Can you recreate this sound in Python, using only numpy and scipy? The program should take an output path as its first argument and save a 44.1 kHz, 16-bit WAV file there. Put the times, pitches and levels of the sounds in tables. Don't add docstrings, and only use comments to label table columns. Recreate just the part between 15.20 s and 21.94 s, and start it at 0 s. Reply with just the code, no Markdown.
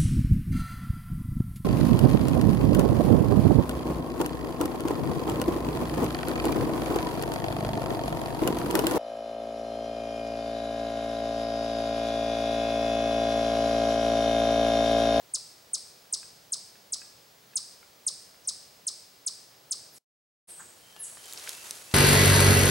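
import sys
import numpy as np
from scipy import signal
from scipy.fft import rfft, irfft
from scipy.io import wavfile
from scipy.ndimage import uniform_filter1d

SR = 44100
rng = np.random.default_rng(int(sys.argv[2]) if len(sys.argv) > 2 else 0)


def persist_wave(psi):
    counts = np.round(np.clip(psi, -1, 1) * 32767).astype(np.int16)
    wavfile.write(sys.argv[1], SR, np.atleast_2d(counts).T)


N = 297231
T = np.arange(N) / SR

# start_s of the plunge, hold_s before it, pitch_hz before sag and bend,
# level_db before the mix, stress_db added during the hold
CHIPS = [(.1441, 0.0082, 8720, -24.5, -2), (0.5398, 0.008, 8810, -25, 0), (0.933, .0086, 8640, -24.5, -1),
         (1.3278, 0.0081, 8690, -25, -1.5), (1.7294, 0.0088, 8520, -25.5, -4.5),
         (2.3639, 0.0087, 8760, -24.5, 0), (2.8734, 0.0089, 8770, -24, 0.5), (3.2817, .0089, 8710, -25, -1),
         (3.6742, 0.0078, 8690, -25.4, -1.5), (4.0694, 0.0073, 8760, -25.5, -1),
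         (4.5159, .0075, 8800, -25.5, -1.5)]
# pitch_hz, level_db
MOUTH = [(2700, -29), (3400, -19.5), (4600, 0), (8800, 1), (10400, 3), (11400, -14), (13300, -20),
         (17000, -59.5)]
# harmonic, wait_s after the plunge starts, level_db
OVERTONES = [(2, 0.0033, -6), (3, 0.0078, -9.5)]
GAPE_S = 0.004
SAG_OCT_PER_S, PLUNGE_OCT_PER_S, BEND_S = 8, 81, 0.001504
ATTACK_S, PLUNGE_S, RELEASE_S, FADE_DB_PER_S = 0.003, 0.0192, 0.0022, 117.5
AFTER_WAIT_S, AFTER_LENGTH_S, AFTER_FROM_HZ, AFTER_TO_HZ, AFTER_DB = 0.021, 0.014, 1550, 894, -32


def chipmunk(waver=0.0035):
    out = np.zeros(N)
    for start_s, hold_s, top_hz, db, stress_db in CHIPS:
        t = np.arange(-hold_s, PLUNGE_S, 1 / SR)
        hz = plunge(t, top_hz, SAG_OCT_PER_S, PLUNGE_OCT_PER_S, BEND_S)
        hz = hz * (1 + waver * tremor(len(t), size=60))

        def harmonic(k):
            return undb(curve(k * hz, MOUTH)[0]) * np.sin(k * phase_of(hz))

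        voice = harmonic(0.99)
        for k, wait_s, part_db in OVERTONES:
            voice = voice + undb(part_db) * ramp((t - wait_s) / GAPE_S) * harmonic(k)
        effort_db = db + stress_db * ramp(-t / BEND_S) - FADE_DB_PER_S * np.maximum(t, 0)
        envelope = ramp((t + hold_s) / ATTACK_S) * ramp((PLUNGE_S - t) / RELEASE_S)
        add(out, start_s - hold_s, voice * undb(effort_db) * envelope)
        after = note(AFTER_LENGTH_S, AFTER_FROM_HZ, AFTER_TO_HZ, waver)
        add(out, start_s + AFTER_WAIT_S, undb(db + AFTER_DB) * after)
    return out


def plunge(t, top_hz, sag, rate, bend_s):
    return top_hz * 2 ** (-sag * t - rate * bend_s * np.logaddexp(0, t / bend_s))


LOG_LAG_S, LOG_DB = 0.000783, -13.5


def off_log(x):
    hz = np.arange(N // 2 + 1) * SR / N
    bounce = undb(LOG_DB) * np.exp(-2j * np.pi * hz * LOG_LAG_S)
    return irfft(rfft(x) * (1 + bounce), N)


# start_s, peak_db before the mix, low_hz and high_hz edges of the crack
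SNAPS = [(5.7641, -35, 2500, 8450), (6.057, -31, 3500, 11500), (6.1255, -26, 3500, 10000),
         (6.135, -23.5, 4540, 14500), (6.1753, -25.5, 3780, 6000), (6.1967, -29, 3500, 10000),
         (6.2744, -27, 1210, 2730), (6.2925, -16.5, 3500, 10800), (6.509, -17, 3600, 9350),
         (6.714, -31.5, 1800, 5000)]


def snaps(decay_s=0.00086, after_db=-20, after_s=0.0046):
    out, t = np.zeros(N), np.arange(SR // 30) / SR
    for start_s, db, low_hz, high_hz in SNAPS:
        decay = np.exp(-t / decay_s) + undb(after_db) * np.exp(-t / after_s)
        burst = rng.standard_normal(len(t)) * decay
        band = signal.butter(2, [low_hz, high_hz], "band", fs=SR, output="sos")
        crack = signal.sosfilt(band, burst)
        add(out, start_s, undb(db) * crack / np.abs(crack).max())
    return out


# peak_s, level_db
SHUFFLES = [(5.3, -57), (5.9, -53), (6.079, -47), (6.18, -46), (6.296, -41.5), (6.47, -43.5), (6.57, -48),
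            (6.73, -47.5)]
# pitch_hz, level_db
LEAF_COLOUR = [(40, -43), (150, -20), (400, -3.5), (650, -4), (1200, -4), (2650, -4), (4700, -2),
               (9300, -1.5), (11200, -4), (15000, -17)]
LEAF_EDGES = [1200, 2500, 4000, 6000, 8000, 10000]
SHUFFLE_RISE_S, SHUFFLE_SETTLE_S = 0.089, 0.12
STIR_DB = -60
LARGEST_GRAIN = 3.5


def litter(grain_db=0.5, grain_share=0.2, flutter_db=1.5):
    sizes = undb(grain_db * np.minimum(rng.exponential(size=N), LARGEST_GRAIN))
    sizes = sizes * (rng.random(N) < grain_share)
    crackle = unit(spread(*colour(rng.standard_normal((2, N)) * sizes, LEAF_COLOUR)))
    below = [signal.sosfiltfilt(signal.butter(4, hz, fs=SR, output="sos"), crackle) for hz in LEAF_EDGES]
    ranges = np.diff([0 * crackle, *below, crackle], axis=0)
    power = undb(STIR_DB) ** 2 * (T > SHUFFLES[0][0])
    for peak_s, db in SHUFFLES:
        away = np.maximum((peak_s - T) / SHUFFLE_RISE_S, (T - peak_s) / SHUFFLE_SETTLE_S)
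        power = power + (undb(db) * np.exp(-away)) ** 2
    return np.sqrt(power) * sum(band * undb(flutter_db * walk(160)) for band in ranges)


# start_s, level_db before the mix, pitch_hz of the ring, decay_ms to -60 dB
TICKS = [(.855, -56.5, 1700, 25), (1.0306, -48.5, 1660, 20), (1.5555, -53, 1700, 15),
         (1.8175, -48, 1675, 32), (2.3347, -53.5, 1700, 39), (2.6295, -51, 1430, 21),
         (3.1446, -56, 1409, 14), (5.7641, -49.5, 880, 19), (5.972, -46, 1190, 13)]
# ratio to the ring pitch, level_db
TWIG_MODES = [(.8, -21), (0.999, 2), (1.169, -6), (1.339, -8), (1.52, 0), (2.102, -11)]


def ticks(grit=0.35):
    out, t = np.zeros(N), np.arange(SR // 8) / SR
    for start_s, db, hz, decay_ms in TICKS:
        ring = sum(undb(mode_db) * np.sin(2 * np.pi * hz * ratio * t) for ratio, mode_db in TWIG_MODES)
        ring = ring * 1000 ** (-1000 * t / decay_ms)
        contact = grit * rng.standard_normal(len(t)) * np.exp(-t / 0.003)
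        add(out, start_s, undb(db) * (ring + contact))
    return out


def thud(start_s=5.384, db=-49.5, rise_s=0.021, low_hz=860, high_hz=1850):
    age = np.arange(SR // 5) / SR / rise_s
    band = signal.butter(4, [low_hz, high_hz], "band", fs=SR, output="sos")
    body = signal.sosfilt(band, rng.standard_normal(len(age)))
    out = np.zeros(N)
    add(out, start_s, unit(body) * undb(db) * (age * np.exp(1 - age)) ** 3)
    return out


# start_s of the plunge, hold_s before it, fall_s,
# pitch_hz before sag and bend, plunge_oct_per_s, level_db before the mix
FAR_CALLS = [(3.246, .01, 0.015, 6900, 60, -50), (4.741, .04, 0.037, 11800, 38, -51.5),
             (5.253, 0.027, 0.039, 11470, 18, -44.5), (5.305, 0.047, 0.029, 8720, 9.4, -45.5),
             (5.382, 0.03, 0.034, 8420, 15, -46), (5.817, 0.044, 0.036, 11070, 28.6, -35.5)]
FAR_BEND_S, FAR_SAG_OCT_PER_S = 0.0048, 0.44


def far_chipmunks(waver=0.0042, release_s=0.023):
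    out = np.zeros(N)
    for start_s, hold_s, fall_s, top_hz, rate, db in FAR_CALLS:
        t = np.arange(-hold_s, fall_s, 1 / SR)
        hz = plunge(t, top_hz, FAR_SAG_OCT_PER_S, rate, FAR_BEND_S)
        hz = hz * (1 + waver * tremor(len(t), size=90))
        envelope = ramp(1 + t / hold_s) * ramp((fall_s - t) / release_s)
        add(out, start_s - hold_s, undb(db) * envelope * np.sin(phase_of(hz)))
    return out


# start_s, length_s, from_hz, to_hz, level_db before the mix
BIRD_NOTES = [(5.589, 0.19, 3150, 3110, -62.5), (5.706, 0.16, 1700, 1810, -62.5),
              (5.73, 0.14, 2820, 2930, -63), (5.941, .18, 3130, 3020, -59), (6.27, 0.17, 2570, 2790, -60),
              (6.58, 0.22, 2490, 2800, -61)]


def bird(waver=0.016):
    out = np.zeros(N)
    for start_s, length_s, from_hz, to_hz, db in BIRD_NOTES:
        add(out, start_s, undb(db) * note(length_s, from_hz, to_hz, waver))
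    return out


# level_db against each other, decay_s to -60 dB
ECHO_DECAYS = [(6.5, 0.047), (-2.5, 0.68), (-20.5, 1.4)]
# pitch_hz, level_db
SCATTER_COLOUR = [(900, 0), (2900, 3), (3800, 7), (4450, 4), (5250, 6), (6000, -2), (7500, -5), (8300, 2),
                  (8900, -3.5), (10000, -1.5), (14000, -9.5)]
FIRST_ECHO_S = 0.0026


def woods(patchy_db=5.5, air_db_per_s=22, air_hz=7000):
    t = np.arange(SR) / SR
    echoes = rng.standard_normal((2, SR)) * undb(patchy_db * rng.standard_normal(SR))
    power = sum(undb(db) ** 2 * np.exp(-2 * np.log(1000) * t / decay_s) for db, decay_s in ECHO_DECAYS)
    echoes = echoes * np.sqrt(power) * (t > FIRST_ECHO_S)
    low = signal.sosfiltfilt(signal.butter(3, air_hz, fs=SR, output="sos"), echoes)
    echoes = low + (echoes - low) * undb(-air_db_per_s * t)
    return spread(*colour(echoes / np.sqrt(np.sum(echoes[0] ** 2)), SCATTER_COLOUR))


# pitch_hz, level_db
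HUSH_COLOUR = [(20, -22), (40, -14), (60, -8), (120, -1.5), (190, -2.5), (260, -6), (430, -2.5), (650, -3),
               (950, -7.5), (1600, -10), (2600, -10.5), (4800, -8.5), (8500, -14.5), (15000, -16.5)]
HUSH_DB, SWAY_DB = -56.94, 0.6


def hush():
    air = spread(*colour(rng.standard_normal((2, N)), HUSH_COLOUR))
    low = signal.sosfiltfilt(signal.butter(2, 900, fs=SR, output="sos"), air)
    return unit(air + low * (undb(SWAY_DB * walk(4.3)) - 1)) * undb(HUSH_DB)


def note(length_s, from_hz, to_hz, waver):
    u = np.arange(0, length_s, 1 / SR) / length_s
    hz = from_hz * (to_hz / from_hz) ** u * (1 + waver * tremor(len(u), size=130))
    return np.sin(np.pi * u) * np.sin(phase_of(hz))


def phase_of(hz):
    return 2 * np.pi * np.cumsum(hz) / SR


def tremor(n, size):
    return unit(uniform_filter1d(rng.standard_normal(SR // 2), size=size))[:n]


def walk(rate_hz):
    k = int(SR / rate_hz)
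    steps = np.repeat(rng.standard_normal(N // k + 1), k)
    return unit(uniform_filter1d(uniform_filter1d(steps, k), k)[:N])


def ramp(u):
    return np.sin(np.pi / 2 * np.clip(u, 0, 1)) ** 2


def undb(db):
    return 10 ** (np.asarray(db) / 20)


def unit(x):
    return x / np.sqrt(np.mean(x ** 2))


def curve(t, rows):
    knots, *columns = np.transpose(rows)
    return [np.interp(t, knots, c) for c in columns]


def colour(x, points):
    n = x.shape[-1]
    hz, db = np.transpose(points)
    bins = np.maximum(np.arange(n // 2 + 1) * SR / n, 1)
    return irfft(rfft(x) * undb(np.interp(np.log(bins), np.log(hz), db)), n)


# pitch_hz, level_db put on the side signal
WIDTH = [(60, -22.5), (150, -18), (350, -8.5), (700, -4.5), (1500, 0), (3000, -5.5), (6000, -8.5),
         (9500, -9.5), (13500, -33)]


def spread(mid, side):
    return mid + colour(side, WIDTH) * np.array([[1], [-1]])


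def add(track, start_s, sound):
    i = int(start_s * SR)
    track[i:i + len(sound)] += sound[:max(N - i, 0)]


def heard(x, trees, direct_db, echo_db):
    echo = signal.fftconvolve(x[None], trees)[:, :N]
    return undb(direct_db) * x + undb(echo_db) * echo


def scene():
    trees = woods()
    return (heard(off_log(chipmunk()), trees, direct_db=1, echo_db=-7.5)
            + heard(snaps(), trees, direct_db=-1, echo_db=-19.5)
            + litter()
            + heard(ticks() + thud(), trees, direct_db=0, echo_db=-8.5)
            + heard(far_chipmunks(), trees, direct_db=-12.5, echo_db=5.5)
            + heard(bird(), trees, direct_db=-8, echo_db=0)
            + hush())


# time_s, level_db
MUTE = [(4.783, 0), (4.786, -24), (4.845, -42), (4.86, -120), (5.268, -120), (5.274, -20), (5.288, 0)]
WHINE_HZ, WHINE_DB = 15734, -68
TOP_HZ = 15950


def record(dry):
    whine = np.sqrt(2) * undb(WHINE_DB) * np.sin(2 * np.pi * WHINE_HZ * T)
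    gated = (dry + whine) * undb(curve(T, MUTE)[0])
    return signal.sosfilt(signal.ellip(10, 0.2, 70, TOP_HZ, fs=SR, output="sos"), gated)


dry = scene()
out = record(dry)
persist_wave(out)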